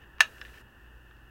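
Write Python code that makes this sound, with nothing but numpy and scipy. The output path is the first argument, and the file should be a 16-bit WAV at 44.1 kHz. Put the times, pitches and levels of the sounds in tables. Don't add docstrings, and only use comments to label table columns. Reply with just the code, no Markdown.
import sys
import numpy as np
from scipy import signal
from scipy.fft import rfft, irfft
from scipy.io import wavfile
from scipy.ndimage import uniform_filter1d

SR = 44100
rng = np.random.default_rng(int(sys.argv[2]) if len(sys.argv) > 2 else 0)


def file_out(sig):
    cols = np.atleast_2d(sig).T
    lim = np.clip(cols, -1, 1)
    pcm = np.round(lim * 32767).astype(np.int16)
    wavfile.write(sys.argv[1], SR, pcm)


N = 57330

# (frequency [Hz], density [dB per Hz])
RUSH_SPECTRUM = [(20, -84.5), (35, -79.5), (78, -78), (100, -87), (150, -89.5), (330, -88.5), (480, -87),
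                 (680, -94), (880, -92.5), (1150, -95), (1500, -88), (1900, -99), (2150, -112),
                 (2600, -105), (3200, -102), (4500, -118), (16000, -135)]
# (frequency [Hz], half-width [Hz], peak density [dB per Hz])
MIC_RESONANCES = [(1530, 70, -91.5), (1757, 110, -82.5), (2611, 70, -90.5), (2841, 45.5, -89)]
# (time [s], relative level [dB], pitch [Hz])
HUM_COURSE = [(0.0, -62, 56), (0.06, -55, 57.8), (0.386, -62.5, 57.6), (0.484, -47.5, 55.1),
              (0.59, -61, 54.8), (0.694, -63.5, 58.1), (0.764, -54, 55.9), (0.894, -52.5, 56.65),
              (0.97, -50.5, 58), (1.01, -59, 57), (1.118, -56, 54.2), (1.3, -54, 53.1)]
# (frequency [Hz], level [dB])
STEADY_TONES = [(119.8, -65.5), (240, -77.5), (358, -76), (2700, -71), (2880, -76)]
# (frequency [Hz], density [dB per Hz])
MIC_HISS = [(1000, -108), (3500, -105), (6000, -106), (10000, -109), (15500, -107)]
# (delay [s], gain [dB])
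CLOSE_ECHOES = [(.0034, -12.5), (0.0124, -21.5)]
# (frequency [Hz], gain [dB])
TAIL_SPECTRUM = [(200, -6), (650, -7.5), (1000, -16), (1500, -6.5), (1800, -16.5), (2200, -18),
                 (2500, -9.5), (2800, -12), (3300, -13.5), (3950, -9), (4700, -21.5), (5800, -16),
                 (6600, -15.5), (10000, -19), (16000, -13.5)]
# (frequency [Hz], t60 [s])
TAIL_DECAY = [(200, 0.23), (1500, 0.13), (2800, 0.14), (3300, 0.15), (3950, 0.14), (4700, 0.14),
              (5600, .15), (8000, .13), (15000, 0.098)]
# (frequency [Hz], relative level [dB], t60 [s])
STEEL_MODES = [(628.4, -26.5, 0.06), (929, -28.5, 0.029), (1158, -14.5, 0.016), (1342, -26.5, 0.03),
               (1530, -19, .05), (1763, -2.5, .028), (2517, -12, .03), (2765, -12, .03), (2852, -20, .06),
               (1807, -29.5, 0.096), (2010, -24.5, .025), (2688, -14, 0.038), (3263, -16.5, 0.027),
               (3420, -20, .022), (3810, -17.5, .033), (4150, -30, 0.04), (4550, -18.5, .01),
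               (5690, -23.5, .014), (6100, -27.5, 0.01)]
# (frequency [Hz], relative level [dB])
CRACK_SPECTRUM = [(100, -11), (450, -20.5), (800, 1), (1100, 11), (1800, 7), (2200, -3), (3000, 4),
                  (4500, 2), (6500, 4.5), (7500, -10), (8600, -3), (10500, -15.5), (13500, -14.5),
                  (16000, -10)]
# (time [s], length [s], level [dB])
FINGER_RUBS = [(.0, 0.055, -59), (0.446, 0.059, -60.5), (.52, 0.082, -61), (0.789, 0.13, -66.5)]
# (time [s], frequency [Hz], level [dB], t60 [s])
SOCKET_PINGS = [(0.4125, 5200, -44.5, 0.021), (.4142, 3367, -39.5, .018), (0.413, 1260, -68, 0.0069),
                (0.4201, 1641, -37.5, 0.045)]
# (time [s], gain [dB], bass edge [Hz], treble edge [Hz], share of free ring [ratio])
SOCKET_KNOCKS = [(0.1838, -35, 1110, 5200, 0.43), (0.1943, -29.5, 1210, 3030, 0.32),
                 (0.2020, -35, 900, 6400, 0.7), (0.2059, 0.5, 794, 22000, 0.91),
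                 (0.3826, -37.5, 1900, 3970, 0.35), (0.4142, -26.5, 1350, 5100, 0.48),
                 (0.4504, -33.5, 1990, 3400, 1), (0.4585, -40, 2200, 3600, 0.99),
                 (1.1113, -34.5, 900, 2930, 0.16), (1.1674, -47, 2000, 4510, .3)]
# (frequency [Hz], gain [dB])
CLOSED_GATE = [(330, 0), (520, -7.5), (850, -1.5), (1800, -3), (2200, -7), (2900, -2.5), (4000, -10),
               (6000, -11), (10000, -10.5), (15500, -6.5)]


def amp(db):
    return 10 ** (np.asarray(db) / 20)


def read(points, hz):
    f, value = np.transpose(points)
    return np.interp(np.log(hz + 1), np.log(f + 1), value)


def colour(x, gain):
    return irfft(rfft(x) * gain(np.fft.rfftfreq(len(x), 1 / SR)), len(x))


def noise(gain):
    return colour(rng.standard_normal(N), gain) * np.sqrt(SR / 2)


def causal(gain):
    log_gain = np.log(np.maximum(np.r_[gain, gain[-2:0:-1]], 1e-5))
    return np.fft.ifft(np.exp(np.conj(signal.hilbert(log_gain)))).real


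def add(mix, start_s, sound):
    part = mix[max(round(start_s * SR), 0):][:len(sound)]
    part += sound[:len(part)]


def background_rush(t, drift_db_per_s=-2):
    def density(f):
        peaks = [amp(db) / (1 + ((f - hz) / width) ** 2) for hz, width, db in MIC_RESONANCES]
        return np.sqrt(amp(read(RUSH_SPECTRUM, f)) ** 2 + sum(peak ** 2 for peak in peaks))
    return noise(density) * amp(drift_db_per_s * (t - t.mean()))


def machine_hum(t, trim_db=-2):
    times, level_db, pitch_hz = np.transpose(HUM_COURSE)
    phase = 2 * np.pi * np.cumsum(np.interp(t, times, pitch_hz)) / SR
    return np.sqrt(2) * amp(trim_db + np.interp(t, times, level_db)) * np.sin(phase)


def buzz_and_whine(t):
    return np.sqrt(2) * sum(amp(db) * np.sin(2 * np.pi * (hz * t + rng.random())) for hz, db in STEADY_TONES)


def microphone_hiss():
    return noise(lambda hz: amp(read(MIC_HISS, hz)))


def workshop(direct, tail_delay_s=0.0046):
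    hz, t, spectrum = signal.stft(rng.choice([-1., 1.], SR // 2), SR, nperseg=256)
    t60 = read(TAIL_DECAY, hz)[:, None]
    envelope = amp(read(TAIL_SPECTRUM, hz)[:, None] - 60 * t / t60)
    energy_scale = np.sqrt(2 * np.log(1000) / (t60 * SR))
    tail = signal.istft(spectrum * envelope * energy_scale, SR, nperseg=256)[1]
    out = direct.copy()
    add(out, tail_delay_s, signal.fftconvolve(direct, tail))
    for delay_s, db in CLOSE_ECHOES:
        add(out, delay_s, amp(db) * direct)
    return out


def mode(t, hz, db, t60, swell_cycles=0.62):
    swell = 1 - np.exp(-(t * hz / swell_cycles) ** 2)
    return swell * amp(db - 60 * t / t60) * np.sin(2 * np.pi * hz * t)


def finger_rub(length_s, level_db, slips_per_s=1500):
    count = round(length_s * SR)
    slips = (rng.random(N) < slips_per_s / SR) * rng.standard_normal(N)
    stroke = slips[:count] * signal.windows.tukey(count, .5)
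    sound = signal.fftconvolve(stroke, socket_knock(0, bass_hz=1500, treble_hz=4500, ring_share=0.66))
    return amp(level_db) * sound / (np.std(sound[:count]) + 1e-12)


def socket_knock(gain_db, bass_hz, treble_hz, ring_share):
    crack_db, crack_t60_s = -6, 0.0049
    chatter_db, free_chatter_t60_s = -21.5, .05
    t = np.arange(SR // 4) / SR
    hz = np.fft.rfftfreq(1024, 1 / SR)
    ring = sum(mode(t, mode_hz, db, t60 * ring_share) for mode_hz, db, t60 in STEEL_MODES)
    crack = amp(crack_db - 60 * t / crack_t60_s)
    chatter = amp(chatter_db - 60 * t / (free_chatter_t60_s * ring_share))
    grit = (crack + chatter) * rng.choice([-1., 1.], len(t))
    tone = amp(read(CRACK_SPECTRUM, hz))
    tone /= np.sqrt(np.mean(tone ** 2))
    contact = signal.fftconvolve(grit, causal(tone))[:len(t)]
    high_pass = hz ** 2 / np.hypot(hz ** 2, bass_hz ** 2)
    low_pass = 1 / np.hypot(1, (hz / treble_hz) ** 3)
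    return amp(gain_db) * signal.fftconvolve(ring + contact, causal(high_pass * low_pass))


def socket_rail():
    out = np.zeros(N)
    for start_s, *knock in SOCKET_KNOCKS:
        add(out, start_s, socket_knock(*knock))
    for start_s, *ping in SOCKET_PINGS:
        add(out, start_s, mode(np.arange(SR // 10) / SR, *ping))
    for start_s, *rub in FINGER_RUBS:
        add(out, start_s, finger_rub(*rub))
    return out


def scene():
    t = np.arange(N) / SR
    rail = workshop(socket_rail())
    room_tone = background_rush(t) + machine_hum(t) + buzz_and_whine(t)
    return (rail + room_tone + microphone_hiss())[None]


def hiss_gate(x, threshold_db=-46, hold_s=0.201, fade_s=0.011):
    treble = signal.sosfilt(signal.butter(4, 3500, "high", fs=SR, output="sos"), x)
    loud = uniform_filter1d(treble ** 2, size=64) > amp(threshold_db) ** 2
    t = np.arange(N) / SR
    since_loud_s = t - np.maximum.accumulate(np.where(loud, t, -1))
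    opened = uniform_filter1d(1. * (since_loud_s < hold_s), round(fade_s * SR))
    dulled = colour(x, lambda hz: amp(read(CLOSED_GATE, hz)))
    return opened * x + (1 - opened) * dulled


def record(dry):
    clipped = np.clip(hiss_gate(dry[0]), -1, 1)
    low_pass = signal.firwin(255, 16100, window=("kaiser", 9), fs=SR)
    return signal.oaconvolve(clipped, low_pass, "same")[None]


dry = scene()
out = record(dry)
file_out(out)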